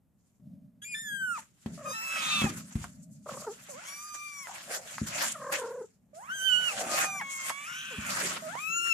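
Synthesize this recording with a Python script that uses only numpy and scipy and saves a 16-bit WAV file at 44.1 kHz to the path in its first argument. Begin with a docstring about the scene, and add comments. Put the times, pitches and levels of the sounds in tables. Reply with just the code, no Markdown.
"""In a cardboard box, just below a hand-held phone, kittens mew; their mother hops in and trills low.
Each cry is a gliding harmonic series from the vocal folds, filtered by the mouth and hoarse at its ends;
standing waves in the box share it unevenly between the phone's two microphone ports.
Paws thump and tap on the cardboard and excite its resonances; friction makes pads scrape and fur rustle."""
import sys
import numpy as np
from scipy import signal
from scipy.fft import rfft, irfft, next_fast_len
from scipy.io import wavfile
from scipy.ndimage import map_coordinates

SR = 44100
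rng = np.random.default_rng(int(sys.argv[2]) if len(sys.argv) > 2 else 0)


def dump(signal):
    """Clip the signal to [-1, 1] and save it as 16-bit WAV at the path in sys.argv[1]."""
    limited = np.clip(np.atleast_2d(signal).T, -1, 1)
    pcm = np.round(limited * 32767).astype(np.int16)
    wavfile.write(sys.argv[1], SR, pcm)


N = 393813
T = np.arange(N) / SR
TOP_HZ = 14500
SIDES = np.array([[1], [-1]])  # left, right
# Resonances of a kitten's mouth. Each row: frequency in Hz, relative gain in dB.
MOUTH = [(2000, 3), (3200, 9), (4300, -1.5), (5600, 6.5), (7200, 5), (8800, -1), (11000, -2), (14000, -8)]


def undb(db):
    """Amplitude ratio of a level in decibels."""
    return 10 ** (np.asarray(db) / 20)


def unit(x):
    """The signal scaled to an RMS of 1."""
    return x / np.sqrt(np.mean(x ** 2) + 1e-20)


def curves(table, t):
    """The columns of a table, interpolated linearly in time."""
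    times, *columns = np.transpose(table)
    return [np.interp(t, times, column) for column in columns]


def gain_at(points, hz):
    """Gain of a (Hz, dB) spectrum at the given frequencies."""
    f, db = np.transpose(points)
    return undb(np.interp(np.log(np.maximum(hz, 1)), np.log(f), db))


def colour(x, points):
    """Filtering by a (Hz, dB) spectrum."""
    size = next_fast_len(x.shape[-1])
    gain = gain_at(points, np.fft.rfftfreq(size, 1 / SR))
    return irfft(rfft(x, size) * gain, size)[..., :x.shape[-1]]


def band(x, lo_hz, hi_hz, order=2):
    """Band-pass filtering."""
    sos = signal.butter(order, [lo_hz, min(hi_hz, SR * .45)], "band", fs=SR, output="sos")
    return signal.sosfilt(sos, x)


def walk(t, rate):
    """Smooth random fluctuation of spread near 1, with `rate` new values a second."""
    place = (t - t[0]) * rate
    return map_coordinates(rng.standard_normal(len(t) // 8), [place], order=2, mode="wrap")


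def noise(length=N):
    """Two independent white noises."""
    return rng.standard_normal((2, length))


def ports(noises, correlation):
    """Partial coherence: the sum and difference of two noises give left and right."""
    return np.sqrt((1 + correlation) / 2) * noises[0] + np.sqrt((1 - correlation) / 2) * noises[1] * SIDES


def add(out, start_s, sound):
    """Superpose a sound on the mix."""
    i = max(int(start_s * SR), 0)
    out[:, i:i + sound.shape[1]] += sound[:, :N - i]


def swell(peak_s, swell_s, fade_s, depth_db=-24.5, rounding=1.427):
    """Envelope of a swell: at depth_db one swell time before its peak and one fade time after."""
    away = np.maximum((peak_s - T) / swell_s, (T - peak_s) / fade_s)
    gain, near = np.zeros(N), away < 3
    gain[near] = undb(depth_db * np.abs(away[near]) ** rounding)
    return gain


def still_air(level_db=-70.5):
    """The noise floor of still air: steady and strongest in the bass."""
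    spectrum = [(170, 5), (450, -10), (4500, -34), (7000, -30.5), (14000, -26.5)]
    return unit(colour(ports(noise(), 0.57), spectrum)) * undb(level_db)


def shuffle(rest_db=-72, uneven_db=3):
    """Forced vibration: small feet keep the box floor rumbling, in bouts whose powers add."""
    # Bouts of shuffling. Each row: peak time, swell and fade in seconds, level in dB.
    bouts = [(.41, 0.019, 1, -54), (1.15, 0.26, 0.33, -53), (1.75, 0.13, 0.34, -48.5),
             (2.5, 0.44, 0.36, -43), (3.1, 1, 1, -52.5), (5.25, 1, 0.81, -54), (6.9, 0.88, 1, -53.5),
             (8.15, 0.47, 0.77, -48.5)]
    # Spectrum of the rumble. Each row: frequency in Hz, relative gain in dB.
    spectrum = [(60, -23.5), (130, 0), (190, 5), (270, -1), (370, -61), (600, -16), (900, -50)]
    rumble = unit(colour(ports(noise(), 0.91), spectrum))
    power = undb(rest_db) ** 2 + sum((undb(db) * swell(s, up, down)) ** 2 for s, up, down, db in bouts)
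    return rumble * np.sqrt(power) * undb(uneven_db * walk(T, 22))


def rustle(split_hz=4000, grain=0.2, flicker_db=1.77, patchy_db=3.0, brush_fade_s=0.26):
    """Friction and breath noise: fur and paws slip over cardboard, and hoarse cries add their hiss."""
    # Swells of rustle and hiss: fur strokes and the breathy rasp of cries.
    # Each row: peak time, swell and fade in seconds, body and treble levels in dB.
    swells = [(.3, 0.21, 0.2, -85, -77), (1.39, 0.099, 0.1, -54, -51), (1.93, 0.22, 0.11, -68, -54),
              (2.3, 0.51, 0.17, -39.5, -45), (2.42, 0.077, 0.21, -39.5, -40),
              (2.58, 0.036, 0.07, -47.5, -43.5), (2.834, 0.097, 0.032, -50.5, -49),
              (3.035, 0.025, 0.038, -89.5, -55), (3.138, 0.059, 0.074, -99, -61.5),
              (3.299, 0.045, 0.31, -53, -46.5), (3.7, 0.022, 0.079, -51.5, -44),
              (3.92, 0.33, 0.085, -49, -67), (4.145, 0.014, 0.043, -44, -41.5),
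              (4.559, 0.17, 0.21, -45.5, -47), (4.749, 0.089, 0.063, -37, -34),
              (4.884, 0.078, 0.34, -48.5, -48), (5.07, 0.01, 0.07, -42.5, -38),
              (5.239, 0.21, 0.13, -31.5, -33), (5.323, 0.011, 0.011, -52, -32.5),
              (5.531, 0.022, 0.099, -31, -36.5), (6.15, .015, 0.47, -74, -59.5),
              (6.79, 0.43, 0.28, -39, -41.5), (7.012, 0.15, 0.078, -25.5, -29.5),
              (7.31, 0.025, 0.17, -50.5, -41.5), (7.49, .15, 0.049, -39.5, -34),
              (8.11, 0.067, 0.35, -37, -40), (8.22, 0.31, 0.22, -36, -35), (8.34, 0.22, 0.076, -36, -40),
              (8.47, 0.12, 0.38, -49, -50.5), (8.872, 0.071, 0.13, -48.5, -47)]
    # The mother's coat brushing the walls. Each row: start and end in seconds, body and treble in dB.
    brushing = [(1.736, 2.864, -61, -56.5), (3.4, 5.706, -61, -55), (6.7, 8.603, -59.5, -56)]
    # Spectrum of the rustle and hiss. 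Each row: frequency in Hz, relative gain in dB.
    spectrum = [(180, -38.5), (300, 4), (448, -21), (535, 0.5), (867, -4), (1400, 3.5), (2500, 0),
                (3810, -6.5), (5400, 1), (7100, 11.5), (8800, 5), (14000, -4.5)]
    envelopes = [(swell(s, up, down), dbs) for s, up, down, *dbs in swells]
    for start, end, *dbs in brushing:
        outside_s = np.abs(T - np.clip(T, start, end))
        envelopes.append((undb(-24.5 * outside_s / brush_fade_s), dbs))
    body_gain, treble_gain = np.sqrt(sum(np.outer(undb(dbs), gain) ** 2 for gain, dbs in envelopes))
    # the colour shifts: each half octave comes and goes by itself
    edges_hz = 250 * 2 ** np.arange(0, 6, .5)
    patches = sum(band(noise(), hz, hz * np.sqrt(2)) * undb(patchy_db * walk(T, 25)) for hz in edges_hz)
    hiss = colour(ports(patches * np.exp(grain * walk(T, 1500)), 0.013), spectrum)
    body = unit(band(hiss, 356, split_hz, order=4)) * body_gain
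    treble = unit(band(hiss, split_hz, TOP_HZ, order=4)) * treble_gain
    return sum(part * undb(flicker_db * walk(T, 70)) for part in (body, treble))


def thumps(rattle_db=-9, left_db=2):
    """Modal response: a paw's push makes the floor boom, duller for a longer contact; the pad scuffs."""
    # Paw landings. Each row: start in seconds, level in dB, contact time in ms, relative scuff in dB.
    landings = [(0.397, -51, 1.4, -29), (1.66, -23.5, 0.28, -20), (2.417, -21, 0.34, -10),
                (2.441, -13, 0.78, -21), (2.754, -14.5, 7, -29), (5.015, -18, 2.4, -47),
                (7.983, -25.5, 3.7, -36.5)]
    # Modes of the box floor. Each row: frequency in Hz, relative level in dB, 60 dB decay in seconds.
    modes = [(67.5, -43, 0.13), (135, -14, 0.075), (159.6, -9, 0.27), (219.7, 8, 0.1), (266, -7.5, 0.096),
             (354, -8.5, 0.064), (530, -7.5, 0.049)]
    out, t = np.zeros((2, N)), T[:SR // 2]
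    ring = sum(undb(db - 60 * t / t60) * np.sin(2 * np.pi * hz * t) for hz, db, t60 in modes)
    for start, db, contact_ms, scuff_db in landings:
        push = t * np.exp(-t / (contact_ms / 4000))
        rattle = unit(band(ports(noise(len(t)), 0.95), 88, 310)) * undb(rattle_db - 60 * t / 0.41)
        boom = signal.fftconvolve(ring + rattle, push[None], axes=1)[:, :len(t)] * undb([[left_db], [0]])
        scuff = unit(band(noise(len(t)), 315, 1600, order=1)) * undb(scuff_db - 60 * t / 0.089)
        add(out, start, undb(db) * (boom / np.abs(boom).max() + scuff))
    return out


def span(table, attack_s=0.0051, release_s=0.024):
    """The times of one call, and the envelope that opens and closes it."""
    t = np.arange(table[0][0], table[-1][0] + release_s, 1 / SR)
    return t, np.clip((t - t[0]) / attack_s, 0, 1) * np.clip((t[-1] - t) / release_s, 0, 1) ** 2


def folds(t, hz, hoarse, quaver=0.0035, jitter=0.055):
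    """Phase of the oscillating vocal folds: a slight quaver, and cycle-to-cycle jitter when hoarse."""
    pitch = hz * (1 + quaver * walk(t, 54.67) + jitter * hoarse * walk(t, 700))
    return 2 * np.pi * np.cumsum(pitch) / SR


def harmonics(t, hz, level_db, jaw_hz, over_db, pierce_hz, jaw_q=7.2, pierce_db=7, wander_db=4):
    """Formant filtering: the jaw resonance weights the low harmonics, a piercing one the overtones."""
    orders = np.arange(1, 13)[:, None]
    f = orders * hz
    mouth = gain_at(MOUTH, f) * (f < TOP_HZ)
    low = mouth / orders / np.abs(1 - (f / jaw_hz) ** 2 + 1j * f / jaw_hz / jaw_q)
    pierce = undb(pierce_db / (1 + ((f - pierce_hz) / 600) ** 2))
    over = mouth / (1 + (.76 * pierce_hz / f) ** 12) * pierce
    # overtones swell and flicker as they glide through the standing waves of the box
    wander = undb([wander_db * (walk(t, 12.15) + walk(t, 70) / 2) for _ in orders])
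    over = over * wander / np.linalg.norm(over * np.sqrt(wander), axis=0)
    return np.hypot(undb(level_db) * low / np.linalg.norm(low, axis=0), undb(over_db) * over)


def mew(table, subharmonic_db, breath_db, pan_db, pierce_hz, register=1, scatter_db=2.5):
    """Source and filter: a kitten's folds sound through its mouth, with rasp, growl and breath."""
    t, gate = span(table)
    hz, level_db, jaw_hz, over_db, hoarse = curves(table, t)
    hz = hz * register
    phase = folds(t, hz, hoarse)
    voice = 0
    for k, size in enumerate(harmonics(t, hz, level_db, jaw_hz, over_db, pierce_hz), 1):
        # standing waves give each harmonic its own level and phase at each port
        balance = undb(SIDES * (pan_db * (k == 2) / 2 + scatter_db * walk(t, 13.9)))
        balance /= np.sqrt((balance ** 2).mean(0))
        lag = (1.35 + .5 * walk(t, 7.12)) / 2 * (-1) ** k
        # chaotic folds smear each harmonic into a band of rasp, the higher ones more
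        chaos = (walk(t, 900) + 1j * walk(t, 900)) / np.sqrt(2)
        rasp = np.minimum(hoarse * np.sqrt(k), 1)
        tone = np.sqrt(1 - rasp ** 2) * undb(1.5 * walk(t, 45.03)) + rasp * chaos
        if k > 1:  # period doubling: strained folds put lines halfway between weakened harmonics
            doubling = undb(subharmonic_db) * np.minimum(hoarse, .3) * np.cos(phase / 2)
            tone = tone * np.sqrt(1 - hoarse) * (1 + doubling)
        voice += size * balance * np.imag(tone * np.exp(1j * (k * phase + SIDES * lag)))
    # a hoarse voice also rings the jaw resonance itself, whatever the pitch
    drive = np.array([walk(t, 550) + 1j * walk(t, 550) for _ in SIDES]) / np.sqrt(2)
    growl = np.imag(drive * np.exp(2j * np.pi * np.cumsum(jaw_hz) / SR))
    voice += undb(level_db) * hoarse * np.minimum(2 * hoarse, 1) * growl
    # air escapes once a cycle through the same mouth
    breath = unit(colour(band(noise(len(t)), 6500, 10000), MOUTH)) * (1 + np.cos(phase))
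    return gate * (np.sqrt(2) * voice + undb(over_db + breath_db) * breath)


def squeal(table, *voice, start_s=.847, end_s=.947, flip_s=0.0084, ratio=1.351):
    """Register break: the voice jumps up for a moment; the two registers overlap at each flip."""
    t, _ = span(table)
    blend = np.clip(np.minimum(t - start_s, end_s - t) / flip_s + .5, 0, 1) * np.pi / 2
    return np.cos(blend) * mew(table, *voice) + np.sin(blend) * mew(table, *voice, register=ratio)


def kittens():
    """Superposition of the kittens' cries, each with its own glide and timbre."""
    # Contours of the cries. Each row: time in seconds, pitch in Hz, level in dB,
    # jaw resonance in Hz, overtone level in dB, hoarseness from 0 to 1.
    falling_squeal = [(0.817, 1605, -46.5, 2760, -52, 0.33), (0.85, 1733, -46.5, 3100, -45.5, 0.17),
                      (0.9, 1833, -41.5, 3200, -49, 0.13), (0.945, 1750, -35.5, 2870, -46, 0.11),
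                      (1.02, 1820, -43.5, 2700, -42.5, 0.09), (1.11, 1648, -36, 2200, -49.5, 0),
                      (1.26, 1503, -31.5, 1630, -51.5, .01), (1.335, 1373, -32, 1520, -53, 0),
                      (1.372, 1199, -42.5, 1753, -58, 0.18), (1.388, 896, -41.5, 1358, -64, 0.11)]
    raspy_mew = [(1.855, 1248, -37, 1730, -59, 0.22), (1.9, 1217, -40.5, 1760, -41, 0.075),
                 (1.96, 1324, -39, 2100, -46, 0.038), (2.13, 1311, -35, 2900, -44, 0.08),
                 (2.24, 1277, -32.5, 3420, -44, 0.49), (2.34, 1216, -29, 3580, -41.5, 0.25),
                 (2.41, 1178, -29.5, 3430, -43, 0.33), (2.445, 1048, -42, 2722, -59.5, 0.21),
                 (2.47, 793, -35, 1146, -66, 0.11)]
    joining_mew = [(1.93, 929, -43.5, 1860, -60.5, 0.08), (2.0, 862, -50, 1720, -71, .12),
                   (2.06, 1075, -51, 1700, -52.5, 0.36), (2.24, 1297, -48, 2300, -43, 0.36),
                   (2.34, 1345, -30, 2710, -52.5, 0.041), (2.45, 1297, -37.5, 2470, -67.5, 0.055),
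                   (2.495, 1190, -42.5, 1780, -43, .05)]
    soft_mew = [(3.69, 614, -48.5, 810, -56, 0.3), (3.745, 477, -46.5, 760, -73, 0.1),
                (3.79, 657, -46, 1110, -77, 0.12), (3.83, 917, -54, 2300, -59, 0.41),
                (3.88, 1110, -48.5, 2720, -43.5, 0.2), (4.05, 1219, -46.5, 1500, -47.5, 0.039),
                (4.28, 1193, -43, 2232, -52, 0.0085), (4.43, 1111, -47, 2045, -48.5, 0.031),
                (4.46, 1006, -44, 1920, -60, 0.08)]
    loud_mew = [(6.13, 578, -51, 685, -81, .05), (6.18, 678, -46, 826, -71, 0.069),
                (6.28, 1247, -47.5, 1820, -63, 0.4), (6.305, 1450, -32.5, 1670, -53, 0.23),
                (6.35, 1601, -38, 2400, -47.5, 0.064), (6.41, 1520, -37, 2260, -39, 0.077),
                (6.46, 1561, -27, 2820, -41, 0.023), (6.545, 1452, -20.5, 2850, -43, 0.0062),
                (6.61, 1496, -30, 2470, -47.5, 0.02), (6.68, 1434, -29, 2720, -48, 0.023),
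                (6.725, 1145, -41, 1870, -53, 0.17)]
    shrill_mew = [(6.88, 1217, -41, 1700, -57, 0.48), (6.97, 1249, -35.5, 2060, -49, 0.2),
                  (7.05, 1242, -36, 2150, -45, 0.068), (7.192, 1157, -39.5, 2130, -44.5, 0.06),
                  (7.222, 831, -34, 1600, -70, 0.32)]
    long_wail = [(7.21, 1117, -40, 2310, -58, 0.05), (7.45, 1071, -40.5, 2295, -60, 0.066),
                 (7.64, 1166, -42, 2720, -51, 0.28), (7.69, 1398, -39.5, 2050, -47.5, 0.41),
                 (7.8, 1562, -39, 2690, -49, 0.49), (8.03, 1480, -42, 2493, -55, 0.745),
                 (8.1, 1330, -37, 2300, -60, 0.61)]
    rising_mew = [(8.42, 644, -45, 860, -60, 0.12), (8.48, 621, -39.5, 980, -71, 0.08),
                  (8.52, 782, -43.5, 1630, -78, 0.07), (8.56, 984, -37, 1350, -83, 0.16),
                  (8.605, 1215, -38, 2200, -46.5, 0.059), (8.68, 1303, -32.5, 2487, -46.5, 0.05),
                  (8.78, 1391, -30.5, 2365, -37.5, 0.025), (8.89, 1389, -28.5, 2490, -42, 0.082),
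                  (8.925, 1332, -25, 2540, -39, 0.03)]
    # Each row: kind of cry, contour, relative subharmonics and breath in dB,
    # second harmonic's left-minus-right level in dB, piercing resonance in Hz.
    cries = [(squeal, falling_squeal, -14, -24, -1, 7300), (mew, raspy_mew, 4, -12, -5, 5300),
             (mew, joining_mew, 5, -10, -3, 6500), (mew, soft_mew, -12, -20, 7, 5900),
             (mew, loud_mew, -3, -15, -12, 7100), (mew, shrill_mew, -5, -18, -3, 6500),
             (mew, long_wail, 4, -14, -3, 6700), (mew, rising_mew, -8, -17, 12, 6900)]
    out = np.zeros((2, N))
    for cry, table, *voice in cries:
        add(out, table[0][0], cry(table, *voice))
    return out


def clicks(ring_db=-11, treble_db=-9, t60=0.057, width=1.52):
    """Damped transients: a claw tap or abrupt yelp is a snap, a dull ring and a faint bright tick."""
    # Sharp clicks: claw taps on cardboard, and the abrupt yelp that ends a cry.
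    # Each row: start in seconds, snap peak in dB, ring frequency in Hz.
    transients = [(1.377, -37.5, 1020), (2.842, -27, 1086), (3.687, -44.5, 600), (4.471, -28.5, 1200),
                  (4.982, -25, 1300), (7.044, -19.5, 1300), (7.213, -27, 1490), (7.497, -22, 1700),
                  (7.502, -20, 960), (8.553, -28, 745)]
    out, t = np.zeros((2, N)), T[:SR // 5]
    for start, db, hz in transients:
        snap = band(1. * (t == 0), hz / width, hz * width)
        drive = ports(noise(len(t)), 0.45)
        ring = unit(band(drive, hz / width, hz * width))
        tick = undb(treble_db) * unit(band(drive, 2900, 10300))
        decay = undb(ring_db - 60 * t / t60)
        add(out, start, undb(db) * (snap / np.abs(snap).max() + (ring + tick) * decay))
    return out


def trill(table, flutter_origin_s=0, flutter_hz=40, slowing_hz_per_s=0, throb=0, warble=0,
          hoarse=0.18, rolloff_db=-6, uneven=0.89, muffle_hz=1800):
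    """Modulation of a closed-mouth call: a flutter rocks amplitude by `throb` and pitch by `warble`."""
    t, gate = span(table)
    hz, level_db, over_db = curves(table, t)
    since = t - flutter_origin_s
    beats = since * (flutter_hz - slowing_hz_per_s * since / 2)
    flutter = np.cos(2 * np.pi * beats + uneven * walk(t, 30))
    phase = folds(t, hz * (1 + warble * flutter), hoarse, jitter=0.2)
    tone = np.sin(phase)
    for k in range(2, 6):
        size = undb(over_db + rolloff_db * (k - 2) + 1.8 * walk(t, 78.5))
        muffling = 1 + (k * hz / muffle_hz) ** 10  # the closed mouth is a low-pass filter
        tone += size * np.sin(k * phase) / muffling
    voice = undb(level_db + 2.1 * walk(t, 69.8)) * tone
    return np.sqrt(2) * gate * (1 + throb * flutter) * np.array([voice, voice])


def mother():
    """Low voiced answers: three modulated trills, and two grunts and a coo without flutter."""
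    # Contours of the calls. Each row: time in seconds, pitch in Hz, level in dB,
    # relative overtone level before muffling in dB.
    first_trill = [(1.775, 603, -50.5, -6), (1.86, 565, -47.5, -3.5), (1.916, 530, -43, -7)]
    greeting_trill = [(3.258, 562, -50, -5), (3.292, 544, -43, -1.5), (3.37, 530, -49, -2),
                      (3.455, 612, -52.5, -2.5)]
    falling_grunt = [(3.464, 507, -44, -3), (3.48, 440, -32, -9.5), (3.494, 380, -41.5, -9.5),
                     (3.525, 472, -42.5, -15)]
    long_trill = [(5.343, 690, -50, 8), (5.388, 589, -49, 0), (5.48, 557.4, -43, 1),
                  (5.568, 572.6, -41, -7), (5.621, 496.6, -37.5, -6), (5.71, 491, -41, -12.5),
                  (5.775, 552, -40.5, -16), (5.8, 477, -35.5, -16.5), (5.843, 481, -44, -17)]
    smooth_coo = [(6.72, 813, -53, -9), (6.8, 756, -46.5, -4), (7.07, 778.5, -46, -7),
                  (7.185, 760, -49, -7)]
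    short_grunt = [(7.905, 570, -51, -2), (7.95, 410, -52, -16)]
    out = np.zeros((2, N))
    add(out, first_trill[0][0],
        trill(first_trill, flutter_origin_s=2.0, throb=0.36, warble=0.081, hoarse=0.22))
    add(out, greeting_trill[0][0],
        trill(greeting_trill, flutter_origin_s=3.293, flutter_hz=37.6, throb=0.69, warble=0.017,
              hoarse=0.61, rolloff_db=-19))
    add(out, long_trill[0][0],
        trill(long_trill, flutter_origin_s=5.46, flutter_hz=42.74, slowing_hz_per_s=42, throb=-0.36,
              warble=0.079, hoarse=0.22, rolloff_db=-4, uneven=.7))
    for table in falling_grunt, smooth_coo, short_grunt:
        add(out, table[0][0], trill(table))
    return out


def scrapes(grain=0.49, width=1.234):
    """Stick-slip friction: a pad drags on a wall, which answers with one broad, hollow resonance."""
    # Pad drags. Each row: peak time, swell and fade in seconds, level in dB, resonance in Hz.
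    drags = [(4.477, 0.0042, 0.13, -42, 890), (4.721, 0.068, 0.21, -41.5, 602),
             (6.8, 0.085, 0.54, -45, 635), (6.88, 0.14, 0.29, -47.5, 351), (7.02, 0.7, 0.07, -43.5, 610),
             (8.26, 0.106, 0.2, -46.5, 358), (8.84, 0.27, 0.25, -57.5, 350)]
    slips = ports(noise(), 0.79) * np.exp(grain * walk(T, 160))
    return sum(unit(band(slips, hz / width, hz * width)) * undb(db) * swell(s, up, down)
               for s, up, down, db, hz in drags)


def room(x, wet_db=-17, t60=.2):
    """Reverberation: reflections from the box and the room add a short, exponentially decaying wash."""
    t = T[:SR // 2]
    tail = band(noise(len(t)), 230, 16000, order=1) * undb(-60 * t / t60) * (t > .003)
    tail /= np.sqrt((tail ** 2).sum(1, keepdims=True))
    return x + undb(wet_db) * signal.fftconvolve(x, tail, axes=1)[:, :N]


def scene():
    """Superposition: voices and contact sounds reverberate over the floor's rumble and still air."""
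    direct = kittens() + mother() + rustle() + scrapes() + thumps() + clicks()
    return room(direct) + shuffle() + still_air()


def record(dry):
    """Band limiting: the phone thins the deep bass and cuts the top."""
    thinned = signal.sosfilt(signal.butter(4, 52, "high", fs=SR, output="sos"), dry)
    return signal.sosfilt(signal.ellip(10, .2, 70, TOP_HZ, fs=SR, output="sos"), thinned)


dry = scene()
out = record(dry)
dump(out)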